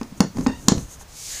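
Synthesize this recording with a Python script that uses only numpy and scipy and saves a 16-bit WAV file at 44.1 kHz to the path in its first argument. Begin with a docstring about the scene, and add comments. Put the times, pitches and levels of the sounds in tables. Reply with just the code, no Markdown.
"""A quiet room, close up: a hand presses the hollow plastic lid of a cooler shut.
Knocks ring the hollow and the stiff walls as dying sines, with spiky noise for the cracks.
The seal squeaks once as a wavering tone with overtones; the palm then slides as shaped noise.
Under it lie the murmur of the lid on the rim, floor rumble, reflections, air and a thin tone."""
import sys
import numpy as np
from scipy import signal
from scipy.fft import rfft, irfft
from scipy.io import wavfile
from scipy.ndimage import uniform_filter1d

SR = 44100
rng = np.random.default_rng(int(sys.argv[2]) if len(sys.argv) > 2 else 0)


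def gain_from_db(level_db):
    """Convert decibel levels to linear amplitude factors (20 dB per decade)."""
    decades = np.asarray(level_db, float) / 20
    return 10 ** decades


def put_to_file(sound):
    """Save the sound as 16-bit audio at rate SR, in the file named by the first command-line argument."""
    columns = np.atleast_2d(sound).T  # one column per channel
    safe = np.clip(columns, -1, 1)
    whole_steps = np.round(safe * 32767)
    wavfile.write(sys.argv[1], SR, whole_steps.astype(np.int16))


N = 61739

# Colour of room air and microphone hiss: f/Hz, relative level per Hz/dB
AIR_COLOUR = [(20, -2.5), (60, -18), (120, -0.5), (250, -13), (600, -9.5), (1200, -13), (2600, -18.5),
              (4500, -20.5), (6500, -18.5), (8000, -23.5), (10000, -25), (12000, -34.5), (14000, -27),
              (16000, -20)]
# Colour of the hiss that differs between the channels: f/Hz, relative level per Hz/dB
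SIDE_COLOUR = [(59, -49), (100, -11), (244, -7.5), (2130, -12.5), (2470, -12), (5420, -10.5), (7290, -16),
               (7940, -10.5), (16000, -8)]
# Box rocking on the floor: t/s, level/dB
RUMBLE_LEVEL = [(0, -48), (.19, -54), (.21, -41), (.26, -68), (.34, -51), (.38, -49.5), (.44, -40),
                (.47, -29), (.53, -41), (.59, -37), (.67, -72), (.69, -47), (.75, -44), (.83, -37.5),
                (.88, -47), (.98, -46), (1.05, -48), (1.23, -51.5), (1.36, -45.5), (1.4, -67)]
# Colour of that rocking: f/Hz, relative level per Hz/dB
RUMBLE_COLOUR = [(15, -2), (32, 7.7), (70, 5), (95, -0.5), (150, -16), (250, -58)]
# Dying away of the room: f/Hz, t60/s
ROOM_DECAY = [(150, 0.24), (500, 0.17), (1500, 0.15), (3000, 0.24), (6000, 0.26), (10000, 0.11),
              (16000, 0.16)]
# Colour of the reflections: f/Hz, relative level/dB
ROOM_COLOUR = [(100, -49), (300, -23), (1000, -26.5), (3000, -31), (6000, -32), (10000, -30.5),
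               (16000, -65)]
# Lid working against the rim: t/s, level/dB
SHUDDER_LEVEL = [(0, -69), (.06, -49.5), (.16, -44.5), (.26, -41), (.33, -52.5), (.36, -31.5), (.40, -29),
                 (.455, -34), (.5, -40), (.6, -43), (.65, -40.5), (.675, -34.5), (.74, -38), (.8, -40),
                 (.87, -52), (1.4, -71)]
# Hollow of the lid and box: f/Hz, relative level/dB, t60/s
HOLLOW_MODES = [(72, -1, .09), (105, -6, .05), (140, -1, .07), (168, 0, .075), (198, 0, .065),
                (228, 0, .075), (258, 0, .1), (295, -3, .06)]
# Stiff walls: f/Hz, relative level/dB, t60/s
WALL_MODES = [(417, -4.5, 0.082), (567, -9, 0.09), (669, -17, 0.034), (856, 0, 0.032), (941, 11.5, 0.016),
              (1049, 1, 0.026), (1360, 0, 0.0083), (1570, -5, 0.033), (1782, -8.5, 0.075), (2580, -1, .015),
              (4440, 5.5, 0.004), (5000, -33, 0.0086)]
# Short shifts of the fingers: centre t/s, half length t/s, level/dB
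SCUFFS = [(-0.01, 0.035, -58), (0.181, .012, -49), (0.397, 0.046, -48), (0.443, 0.014, -46.5),
          (0.64, 0.09, -49), (0.801, 0.058, -44.5), (0.927, 0.035, -43), (1.014, 0.02, -44)]
# Colour of the scuffs: f/Hz, relative level per Hz/dB
SCUFF_COLOUR = [(1470, -61), (2500, -26), (2790, -16), (5150, -13.5), (6500, 1.5), (7420, -6), (13800, -18),
                (16000, -34)]
# Palm speed, heard as level: t/s, level/dB
SLIDE_LEVEL = [(1.08, -55), (1.14, -46.5), (1.168, -40), (1.334, -31), (1.39, -33.5), (1.4, -34)]
# Colour of the stroke as it starts and as it ends: f/Hz, relative level per Hz/dB
SLIDE_EARLY = [(710, -56), (1200, -36), (1590, -37), (1870, -19), (2270, -9), (2620, -11), (3110, -10),
               (6440, 2), (14500, -17), (16000, -17)]
SLIDE_LATE = [(590, -18.5), (1000, -22), (1520, -16.5), (1710, -8), (2440, -14), (3580, -14), (4470, -7.5),
              (5630, -14.5), (6780, -0.5), (8160, -11), (13300, -24), (16000, -23)]
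# Swell and fade of the seal's squeak: t/s, level/dB
SQUEAK_LEVEL = [(.468, -62), (.482, -40), (.5, -43), (.514, -52), (.526, -45), (.56, -52), (.6, -62),
                (.63, -70)]
# Overtones of the squeak: multiple of the pitch, relative level/dB
SQUEAK_ORDERS = [(1, 0), (2, 0), (3, -3), (4, -4), (5, -8), (6, -12), (7, -11), (8, -15), (9, -17),
                 (10, -21)]
# Blows of lid on rim: t/s, thump level/dB, struck place (octaves above 200 Hz that ring most),
# clack level/dB, crack level/dB
KNOCKS = [(.0130, -18, 0.19, -22.5, -28.5), (0.0305, -34, -0.71, -59, -28), (0.052, -54, -0.16, -45, -60),
          (0.1224, -26.5, -0.028, -53, -65), (0.197, -54, -1.4, -57, -73), (0.2044, -2, -0.038, -6, -3),
          (0.208, -12, -0.34, -44, -32), (0.225, -41, -0.67, -51, -53), (0.2442, -20, -0.32, -29, -57),
          (.3000, -33, -0.13, -39, -60), (0.359, -37, 1, -53, -37), (.3700, -21, -0.34, -24.5, -27),
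          (0.385, -14.5, 0.39, -26, -29), (0.3923, -17, -0.36, -42, -36), (0.4092, -20, 0.29, -34, -29),
          (0.4241, -46, 0.79, -38, -45), (0.4637, -11, 0.33, -8.5, -23), (0.4676, -10.5, 0.18, -25.5, -17),
          (0.48, -20.5, 0.483, -59, -54), (.4880, -18, -0.014, -33, -49), (0.495, -35, 0.77, -17, -42),
          (0.542, -42, -0.93, -58, -66), (.6830, -2.5, .03, -7.5, 4.5), (0.684, -23.5, 1, -18, -3.5),
          (0.703, -37, 1, -45, -32), (0.72, -3, -0.1, -42, -15.5), (0.731, -41, -.25, -49, -43),
          (0.75, -16.5, -0.46, -36, -44), (0.759, -26.5, -0.97, -58, -46), (0.7739, -11, -1.178, -37, -51),
          (.7800, -17, -0.48, -30, -25.5), (0.792, -26.5, -0.58, -51, -61),
          (0.806, -27.5, -0.054, -36, -60), (0.826, -31.5, -0.43, -55, -60), (.9800, -36, -0.79, -66, -74),
          (1.010, -63, -0.95, -29.5, -63)]
# Colour of the cracks: f/Hz, relative level per Hz/dB
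CRACK_COLOUR = [(600, -30), (1300, -20), (1900, 2.5), (2500, 2), (3200, -2), (4500, 6.5), (5500, 6.5),
                (6900, 7.6), (7800, -4.5), (12000, -14.5), (16000, -30)]


def evened(x):
    """Scales to rms 1."""
    return x / np.sqrt(np.mean(x ** 2) + 1e-20)


def read(points, hz):
    """Reads a table on a log-frequency axis."""
    f, value = np.transpose(points)
    return np.interp(np.log(hz + 1), np.log(f + 1), value)


def level(curve):
    """Gain over time from a level table, all but silent outside its rows."""
    s, db = np.transpose(curve)
    return gain_from_db(np.interp(np.arange(N) / SR, s, db, left=-120, right=-120))


def add(mix, s, sound):
    """Mixes a sound in at time s."""
    part = mix[round(s * SR):][:len(sound)]
    part += sound[:len(part)]


def noise(colour, size=N):
    """Noise of rms 1 with the spectrum of the table."""
    hz = np.fft.rfftfreq(size, 1 / SR)
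    spectrum = rfft(rng.standard_normal(size)) * gain_from_db(read(colour, hz))
    return evened(irfft(spectrum, size))


def wander(width, shape=N):
    """Smoothed random drift, a moving average over width samples."""
    return uniform_filter1d(rng.standard_normal(shape), size=width)


def ring(modes, extra_db, phases, t):
    """A struck body as a sum of dying sine modes, scaled to peak 1."""
    x = np.zeros(len(t))
    for (hz, db, t60), more_db, phase in zip(modes, extra_db, phases):
        x += gain_from_db(db + more_db - 60 * t / t60) * np.sin(2 * np.pi * hz * t + phase)
    x *= np.minimum(t / 0.00035, 1)  # no click at the start
    return x / abs(x).max()


def air():
    """Steady room air and hiss as shaped noise, with one faint thin tone."""
    air_db, whine_hz, whine_db = -48.5, 11989, -70
    whine = np.sin(2 * np.pi * whine_hz * np.arange(N) / SR)
    return gain_from_db(air_db) * noise(AIR_COLOUR) + gain_from_db(whine_db) * whine


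def channel_difference(mono):
    """Hiss and a faint smeared copy of the sound, to be added left and subtracted right."""
    hiss_db, spill_db = -61, -48.5
    smear = rng.standard_normal(400) / 20
    spill = signal.oaconvolve(mono, smear)[:N]
    return gain_from_db(hiss_db) * noise(SIDE_COLOUR) + gain_from_db(spill_db) * spill


def rumble():
    """The box rocks on the floor: low noise that swells and sinks."""
    return level(RUMBLE_LEVEL) * noise(RUMBLE_COLOUR)


def room(x):
    """Dense reflections, each band dying at its own speed."""
    hz, t, z = signal.stft(rng.standard_normal(SR // 2), SR, nperseg=256)
    z = z * gain_from_db(-60 * t / read(ROOM_DECAY, hz)[:, None])
    z = z / np.sqrt((abs(z) ** 2).sum(1, keepdims=True))  # equal energy in every band
    z = z * gain_from_db(read(ROOM_COLOUR, hz))[:, None]
    tail = signal.istft(z, SR, nperseg=256)[1] / 11
    delay = np.zeros(150)  # samples before the reflections begin
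    return signal.fftconvolve(x, np.r_[delay, tail])[:N]


def shudder():
    """Uneven pressure, as noise, keeps the hollow and the walls murmuring between blows."""
    t = np.arange(SR // 4) / SR
    hollow, walls = HOLLOW_MODES[1:], WALL_MODES[:4]
    extra_db = [0] * len(hollow) + [-8.] * len(walls)
    body = ring(hollow + walls, extra_db, np.zeros(len(extra_db)), t)
    murmur = signal.fftconvolve(rng.standard_normal(N), body)[:N]
    return level(SHUDDER_LEVEL) * evened(murmur)


def hand():
    """Skin on grained plastic: short scuffs, then a long stroke whose hiss deepens as it goes."""
    turn_start_s, turn_end_s, patchy_db = 1.266, 1.37, 0.5
    t = np.arange(N) / SR
    bumps = sum(gain_from_db(db) * np.exp(-((t - s) / half) ** 2) for s, half, db in SCUFFS)
    late = np.clip((t - turn_start_s) / (turn_end_s - turn_start_s), 0, 1)
    stroke = np.sqrt(1 - late) * noise(SLIDE_EARLY) + np.sqrt(late) * noise(SLIDE_LATE)
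    grain = gain_from_db(patchy_db * evened(wander(200)))
    return (bumps * noise(SCUFF_COLOUR) + level(SLIDE_LEVEL) * stroke) * grain


def squeak():
    """Stick-slip of the seal: a wavering pitch whose overtones flutter each on their own."""
    pitch_hz, waver_share, flutter_db = 925, .016, 3.5
    waver, *flutters = (evened(v) for v in wander(260, (1 + len(SQUEAK_ORDERS), N)))
    turns = np.cumsum(pitch_hz * (1 + waver_share * waver)) / SR
    tone = np.zeros(N)
    for (k, db), flutter in zip(SQUEAK_ORDERS, flutters):
        tone += gain_from_db(db + flutter_db * flutter) * np.cos(2 * np.pi * k * turns + k * k)
    return level(SQUEAK_LEVEL) * tone


def knocks():
    """Each blow rings the hollow near the struck place, clacks the walls and cracks in spikes."""
    hard_rise_s, soft_rise_s, soft_below_db = 0.0006, 0.003, -31.5  # weak contacts start gently
    place_width_oct = .11  # modes this far from the struck place lose 6 dB
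    hold_s, decay_s, spikes_db = .0017, .007, 3.5  # four rise times lengthen the crack's decay
    t, out = np.arange(SR // 4) / SR, np.zeros(N)
    octaves = np.log2(np.array(HOLLOW_MODES)[:, 0] / 200)
    # every blow excites the walls a little differently, in level and in phase
    chance = rng.standard_normal((len(KNOCKS), 2, len(WALL_MODES)))
    for (s, thump_db, place, clack_db, crack_db), (spread_db, turn) in zip(KNOCKS, chance):
        rise = hard_rise_s if crack_db > soft_below_db else soft_rise_s
        onset = np.minimum(t / rise, 1)
        place_db = -6 * ((octaves - place) / place_width_oct) ** 2
        thump = ring(HOLLOW_MODES, place_db, np.full(len(HOLLOW_MODES), .8), t)
        clack = ring(WALL_MODES, spread_db, 1 + .5 * turn, t)
        burst = gain_from_db(-60 * np.maximum(t - rise - hold_s, 0) / (decay_s + 4 * rise))
        spikes = gain_from_db(spikes_db * evened(wander(12, len(t))))
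        crack = burst * spikes * noise(CRACK_COLOUR, len(t))
        crack /= abs(crack).max()
        sharp = gain_from_db(clack_db) * clack + gain_from_db(crack_db) * crack
        add(out, s, np.sqrt(onset) * gain_from_db(thump_db) * thump + onset * sharp)
    return out


def scene():
    """One microphone feeds both channels; only a faint hiss and smear differ."""
    lid = knocks() + squeak()
    mono = lid + room(lid) + shudder() + hand() + rumble() + air()
    return mono + channel_difference(mono) * np.array([[1], [-1]])


def roll_off(x):
    """The treble ends steeply here."""
    return signal.sosfilt(signal.butter(12, 16460, fs=SR, output="sos"), x)


def record(dry):
    """Peaks beyond 0.9 of full scale are cut flat, then the top of the treble is filtered off."""
    edge_hz = 15400
    clipped = np.clip(dry, -.9, .9)
    lowpass = signal.firwin(511, edge_hz, window=("kaiser", 9), fs=SR)
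    finished = signal.oaconvolve(clipped, lowpass[None], "same")
    return roll_off(finished)


dry = scene()
out = record(dry)
put_to_file(out)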